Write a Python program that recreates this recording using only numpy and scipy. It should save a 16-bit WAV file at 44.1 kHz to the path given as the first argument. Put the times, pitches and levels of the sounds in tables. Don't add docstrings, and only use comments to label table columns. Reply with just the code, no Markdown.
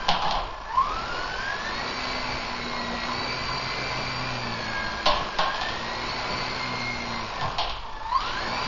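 import sys
import numpy as np
from scipy import signal
from scipy.fft import rfft, irfft, next_fast_len
from scipy.io import wavfile
from scipy.ndimage import uniform_filter1d, map_coordinates

SR = 44100
rng = np.random.default_rng(int(sys.argv[2]) if len(sys.argv) > 2 else 0)


def makeup_ratio(level_db):
    decades = np.asarray(level_db, float) / 20
    return 10 ** decades


def to_wav(sig):
    pcm = np.clip(np.atleast_2d(sig), -1, 1) * 32767
    pcm = np.round(pcm).astype(np.int16)
    wavfile.write(sys.argv[1], SR, pcm.T)


N = 382347
TIME_S = np.arange(N) / SR
CRUISE_HZ = 2100


def unit(x):
    return x / np.sqrt(np.mean(x ** 2) + 1e-20)


def along(points, hz):
    f, v = np.transpose(points)
    return np.interp(np.log(hz + 1), np.log(f + 1), v)


def curves(rows):
    s, *cols = np.transpose(rows)
    return [np.interp(TIME_S, s, c) for c in cols]


def wobble(rate_hz):
    knots = rng.standard_normal(int(N * rate_hz / SR) + 4)
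    return map_coordinates(knots, [np.arange(N) * rate_hz / SR])


def lag(x, seconds):
    keep = np.exp(-1 / (seconds * SR))
    return x[..., :1] + signal.lfilter([1 - keep], [1, -keep], x - x[..., :1])


def filtered(x, response):
    m = next_fast_len(len(x) + SR // 2)
    return irfft(rfft(x, m) * response(np.fft.rfftfreq(m, 1 / SR)), m)[:len(x)]


def resonant(modes):
    def response(f):
        total = 0
        for k, (centre, width, db) in enumerate(modes):
            total = total + (-1) ** k * makeup_ratio(db) * 1j * f * width / (centre * centre - f * f + 1j * f * width)
        return total
    return response


def heard_db(modes, hz):
    grid_hz = np.geomspace(40, 8000, num=3000)
    power = sum(np.abs(resonant([mode])(grid_hz)) ** 2 for mode in modes)
    return np.interp(hz, grid_hz, 10 * np.log10(power + 1e-6))


def coloured(spectrum):
    return lambda f: makeup_ratio(along(spectrum, f))


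def patchy(depth_db):
    z = signal.stft(rng.standard_normal(N), nperseg=512)[2]
    field = uniform_filter1d(rng.standard_normal(z.shape), 6, 0)
    field = uniform_filter1d(field, 14, 1)
    return signal.istft(z * makeup_ratio(depth_db * unit(field)), nperseg=512)[1][:N]


def phase(hz, flutter):
    return 2 * np.pi * np.cumsum(hz * (1 + flutter * wobble(40))) / SR


def orders(turn, levels_db, unsteady_db, blur, grit):
    sizes = [makeup_ratio(db + unsteady_db * wobble(25)) * (1 + grit * (k + .2) * wobble(400))
             for k, db in enumerate(levels_db)]
    return sum(np.sqrt(2) * size * np.sin((k + 1) * (turn + blur * wobble(70)))
               for k, size in enumerate(sizes))


# start in seconds, mesh speed the upper motor heads for in Hz, the lower in Hz.
STICK_MOVES = [(0.0, 1370, 1554), (0.08, 981, 790), (0.58, 1290, 967), (0.68, 1780, 1480),
               (1.128, 1710, 1564), (1.35, 2057, 1800), (1.59, 2380, 2047), (1.82, 2278, 2072),
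               (2.31, 2114, 1945), (2.579, 2128, 1913), (2.98, 2349, 2024), (3.32, 2309, 2057),
               (4.01, 2362, 1920), (4.28, 2295, 1530), (4.37, 2123, 1601), (4.92, 1920, 1754),
               (5.17, 1913, 1488), (5.42, 2055, 1925), (5.78, 2203, 1990), (5.96, 2281, 2080),
               (6.44, 2000, 2153), (6.88, 1844, 2045), (7.17, 1518, 1612), (7.43, 1103, 812),
               (7.979, 1698, 1054), (8.081, 2302, 1797), (8.3, 2399, 2078)]


def motors():
    thumb_s, rotor_s = .07, .158
    most_coast, most_pull = .25, 0.096
    s, *goal_hz = np.transpose(STICK_MOVES)
    move = np.maximum(np.searchsorted(s, TIME_S, "right") - 1, 0)
    wanted_hz = lag(np.array(goal_hz)[:, move], thumb_s)
    mesh_hz = lag(wanted_hz, rotor_s)
    return mesh_hz, np.clip(wanted_hz / mesh_hz - 1, -most_coast, most_pull)


# centre in Hz, width in Hz, level in dB.
HOUSING_MODES = [(1027, 60, 23.5), (1200, 85, 5.5), (1380, 94, 6), (1530, 85, 7.5), (1623, 60, 9),
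                 (1774, 26, 6), (1860, 220, -5), (2138.6, 80, 2), (2289, 70, 4), (2388, 33, 8)]
# centre in Hz, width in Hz, level in dB.
PLATE_MODES = [(1670, 210, 9.5), (3130, 310, 4.5), (3913, 170, 2.5), (4084, 200, 3), (4310, 130, 5.5),
               (4520, 310, 6), (4750, 820, 3)]
# offset in rotor turns, level in dB.
MESH_SIDEBANDS = [(1, -1), (4.2, -5), (5.2, -6)]


def gear_whine(mesh_hz, pull, orders_db, per_octave_db, side_db, start_s):
    teeth = 36
    load_db, coast_db, slack = 16, 130, .06
    effort_db = load_db * pull + coast_db * np.minimum(pull + slack, 0)
    effort_db = effort_db + per_octave_db * np.log2(mesh_hz / CRUISE_HZ) + .5 * wobble(3.5)
    levels_db = [db + effort_db + heard_db(PLATE_MODES if k else HOUSING_MODES, (k + 1) * mesh_hz)
                 for k, db in enumerate(orders_db)]
    turn = phase(mesh_hz, flutter=.002)
    sides = sum(makeup_ratio(db + 2.5 * wobble(8)) * np.sin(turn * (1 + k / teeth)) for k, db in MESH_SIDEBANDS)
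    throb = 1 + .45 * np.cos(turn / teeth + wobble(6))
    whine = throb * orders(turn, levels_db, unsteady_db=2.2, blur=.17, grit=.45)
    whine = whine + makeup_ratio(levels_db[0] + side_db) * sides
    return whine * np.clip((TIME_S - start_s) / 0.03, 0, 1)


# time in seconds, height in m, rotor disc tilt toward the microphone in dB.
FLIGHT = [(0, 0, -3), (1.75, 0, -5.5), (2.0, 0.028, 0.5), (2.45, 0.066, -2), (2.9, 0.023, 2.5),
          (3.4, 0.11, -5.5), (3.9, 0.14, -8.5), (4.2, 0.18, -1.5), (4.7, 0.15, 0), (5.05, 0.0046, -1),
          (5.6, 0, -10), (5.8, 0.11, -7), (6.3, 0.082, -3), (6.7, .15, 0), (7.25, 0.14, 0),
          (7.35, 0.015, -24), (8.3, 0, -17.5), (8.5, .1, -5)]
# centre in Hz, width in Hz, level in dB.
HUM_MODES = [(122, 44, 2.5), (233.1, 14, -1), (346, 36, -0.5)]


def blade_hum(turn, cross_hz, octaves):
    height_m, tilt_db = curves(FLIGHT)
    aimed_db = [91 * height_m, tilt_db, 0.34 * tilt_db]
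    hum_db = [db + aimed_db[k] + 15 * octaves + heard_db(HUM_MODES, (k + 1) * cross_hz)
              for k, db in enumerate([-58, -38.5, -48])]
    hum = orders(turn, hum_db, unsteady_db=2.0, blur=0.12, grit=.05)
    hum += makeup_ratio(hum_db[1] - 9 + 3 * wobble(3)) * np.sin(1.5 * turn)
    return hum * np.clip(TIME_S - 1, 0, 1)


# centre in Hz, width in Hz, level in dB.
FRAME_MODES = [(628, 120, -7.5), (900, 65, -3), (1002.5, 32.2, 5.5), (1101, 126, -0.5), (1399, 30, -7.5)]
# frequency in Hz, density in dB per Hz.
HISS_SPECTRUM = [(710, -14.5), (1200, -7), (1400, 0), (1990, -6.5), (2360, -3.5), (3520, -9.5),
                 (4430, -6.5), (5830, -13.5), (6230, -15.5), (6710, -17), (7070, -17.5), (9190, -61.5),
                 (15600, -120)]
# frequency in Hz, density in dB per Hz.
WASH_SPECTRUM = [(41, -29.5), (70, -3.5), (247, -3.5), (293, -6), (359, -3), (421, -3), (900, -0.5),
                 (1170, -27.5), (1980, -120)]
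# frequency in Hz, density in dB per Hz.
RUMBLE_SPECTRUM = [(2.9, -36), (5.0, 10.5), (24, 6.5), (70, -3), (86, -20.5), (110, -4.5), (140, -18.5),
                   (240, -120)]


def rush(turn, octaves, pull, near_db):
    shake = shaking()

    def gain(cruise_db, per_octave_db, per_pull_db, shaken_db):
        return makeup_ratio(cruise_db + per_octave_db * octaves + per_pull_db * pull) + makeup_ratio(shaken_db) * shake

    chop = 1 + .2 * np.cos(turn) + .15 * np.cos(turn / 2)
    rattle = unit(filtered(patchy(0.79) * chop, resonant(FRAME_MODES)))
    rattle *= gain(-36.5, 5.5, 4.5, -20.5) * makeup_ratio(1.4 * wobble(9.9))
    hiss = unit(filtered(patchy(0.52) * chop, coloured(HISS_SPECTRUM)))
    hiss *= gain(-36, 10, 5.5, -41.5) * makeup_ratio(0.43 + 0.23 * wobble(9.4))
    wash = unit(filtered(patchy(1.8), coloured(WASH_SPECTRUM)))
    wash *= gain(-42, 8.5, 4, -30.5) * makeup_ratio(4.0)
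    rumble = unit(filtered(patchy(0.29), coloured(RUMBLE_SPECTRUM)))
    rumble *= gain(-40.5, -2, 1, -21.5) * makeup_ratio(-0.5 + 1.8 * wobble(4.5))
    return makeup_ratio(near_db) * (rattle + hiss + wash) + rumble


# start in seconds, crack peak in dB, knock in dB, echo of the crack in dB.
CONTACTS = [(.0824, -26, -10.5, -22), (.0897, -8.5, -17, -17), (.2214, -26, -19, -25.5),
            (.2478, -28, -16, -30), (.2813, -25, -35, -28), (.3102, -15, -17, -23),
            (.3524, -29, -21, -30.5), (5.0579, -17, -9.5, -14.5), (5.0645, -15.5, -18.5, -20),
            (5.3867, -20, -13, -18.5), (5.5453, -23, -25.5, -27), (5.6121, -19, -22.5, -23.5),
            (5.687, -24, -28, -26.5), (7.4116, -22, -20, -30.5), (7.4444, -48, -23, -52),
            (7.5168, -29, -29, -35), (7.5837, -20, -16.5, -17.5), (7.6194, -27, -25, -31.5),
            (7.6964, -23.5, -35, -27.5), (8.2057, -28, -28, -27), (8.2601, -28, -29, -25.5)]


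def shaking():
    delay_s, shake_s = 0.085, 0.041
    s, _, knock_db, _ = np.transpose(CONTACTS)
    blows = np.bincount(np.round(s * SR).astype(int), makeup_ratio(knock_db), N)
    return lag(lag(blows, delay_s), shake_s) * shake_s * SR


# centre in Hz, width in Hz, level in dB.
SKID_MODES = [(2210, 1700, -4.5), (3183, 590, 6), (4200, 650, 3.5), (5290, 1350, -2.5)]
# centre in Hz, width in Hz, level in dB.
BOARD_MODES = [(175, 29, -12.5), (634, 110, -5), (827, 142, -1.5), (1071, 70, -0.5), (1554, 220, -12.5)]


def knocks():
    out, t = np.zeros(N + SR), np.arange(SR // 3) / SR
    crack = filtered((t == 0) * 1., resonant(SKID_MODES))
    crack /= np.abs(crack).max()
    push = np.sin(2 * np.pi * 7 * t) * makeup_ratio(-60 * t / .3)
    for s, crack_db, knock_db, echo_db in CONTACTS:
        chatter = 0.3 * rng.standard_normal(len(t)) * makeup_ratio(-60 * t / 0.033)
        wood = filtered(np.roll((t == 0) + chatter, 40), resonant(BOARD_MODES))
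        knock = signal.fftconvolve(wood / np.abs(wood).max(), tail(3.64))[:len(t)]
        echo = signal.fftconvolve(crack, tail(19.84))[:len(t)]
        heard = makeup_ratio(crack_db + 3) * crack + makeup_ratio(echo_db - 9) * echo
        heard = heard + makeup_ratio(knock_db - 3) * knock + makeup_ratio(knock_db - 7.5) * push
        out[round(s * SR):][:len(t)] += heard
    return out[:N]


# start in seconds, frequency in Hz, level in dB, t60 in seconds.
FLOOR_THUDS = [(0.087, 175.3, -28.5, 0.29), (.25, 176, -29, 0.22), (5.061, 200, -31, 0.19),
               (5.061, 600, -17.5, 0.34), (5.06, 301, -30, 0.21), (5.07, 1085, -24, 0.73),
               (5.389, 1075, -21, 0.62), (7.416, 117, -28, .3), (7.44, 122, -22, 0.21),
               (7.435, 1050, -22, 0.2)]


def thuds():
    out, t = np.zeros(N + SR), np.arange(SR) / SR
    for s, hz, db, t60_s in FLOOR_THUDS:
        envelope = makeup_ratio(db - 60 * t / t60_s) * (1 - np.exp(-t / 0.01))
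        ring = np.sin(2 * np.pi * hz * t + 0.92 * wobble(60.8)[:SR])
        out[round(s * SR):][:len(t)] += envelope * ring
    return out[:N]


# frequency in Hz, t60 in seconds.
KITCHEN_T60 = [(150, 0.23), (1000, 0.51), (3000, 0.63), (7000, 0.14)]


def tail(level_db):
    hz, t, z = signal.stft(rng.standard_normal(SR // 3), SR, nperseg=256)
    late = signal.istft(z * makeup_ratio(-60 * t / along(KITCHEN_T60, hz)[:, None]), SR, nperseg=256)[1]
    late *= 1 - np.exp(-np.arange(len(late)) / SR / 0.00052)
    late *= makeup_ratio(level_db) / np.linalg.norm(late)
    late[0] = 1
    return late


# time in seconds, upper gear toward microphone in dB, lower in dB, nearness in dB.
FACING_MICROPHONE = [(0, 16, -3, 1.5), (.66, -5, 1, 0), (.765, 1, 4, 2), (1.0, -6, 0, 3), (1.7, -2, 0, 0),
                     (2.1, 0, -4.5, 0.5), (2.7, -2, -1, -1), (3.3, 3, -3, 0.5), (4.4, 0.5, -3, 0),
                     (4.65, 1.5, -2, 0.5), (5.2, -9.5, -7, 0.5), (5.6, -7.5, -1, -0.5), (6.4, 2, -3, 1),
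                     (6.9, -0.5, -2.5, -1), (7.4, -3, 0.5, 1), (7.95, -1.5, 1.5, -1), (8.17, -7, 4.5, 0),
                     (8.6, 3, -8.5, 1)]


def scene():
    mesh_hz, pull = motors()
    upper_db, lower_db, near_db = curves(FACING_MICROPHONE)
    upper = gear_whine(mesh_hz[0], pull[0], orders_db=[-52.5, -54, -45.5], per_octave_db=15.5,
                       side_db=.1, start_s=1.05)
    lower = gear_whine(mesh_hz[1], pull[1], orders_db=[-44, -51.5, -59], per_octave_db=6.5,
                       side_db=-11, start_s=-1)
    whine = makeup_ratio(upper_db) * upper + makeup_ratio(lower_db) * lower
    ringing = signal.fftconvolve(whine, tail(-6))[:N]
    ringing = filtered(ringing, lambda hz: 1 / (1 + (hz / 5600) ** 12))

    cross_hz = mesh_hz.mean(0) / 17.15
    octaves = np.log2(mesh_hz.mean(0) / CRUISE_HZ)
    turn = phase(cross_hz, flutter=0.0027)
    air = blade_hum(turn, cross_hz, octaves) + rush(turn, octaves, pull.mean(0), near_db)
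    return (ringing + air + knocks() + thuds())[None]


def band_limit(x):
    return signal.sosfilt(signal.butter(12, 7220, fs=SR, output="sos"), x)


# frequency in Hz, threshold in dB.
MASK_THRESHOLD = [(1500, -60), (2500, -14), (3500, -5), (4500, -10), (5500, -3), (6200, 2), (6700, 0),
                  (7200, 2)]


def record(dry):
    band = filtered(dry[0], lambda hz: 1 / (1 + (hz / 7250) ** 60))
    hz, _, z = signal.stft(band, SR, nperseg=2048, noverlap=1536)
    power = uniform_filter1d(np.abs(z) ** 2, size=3, axis=0)
    power = uniform_filter1d(power, size=3, axis=1)
    mask = uniform_filter1d(power, size=41, axis=0) * makeup_ratio(2 * along(MASK_THRESHOLD, hz))[:, None]
    kept = signal.istft(z * (power > mask), SR, nperseg=2048, noverlap=1536)[1][:N]
    return band_limit(kept[None])


dry = scene()
out = record(dry)
to_wav(out)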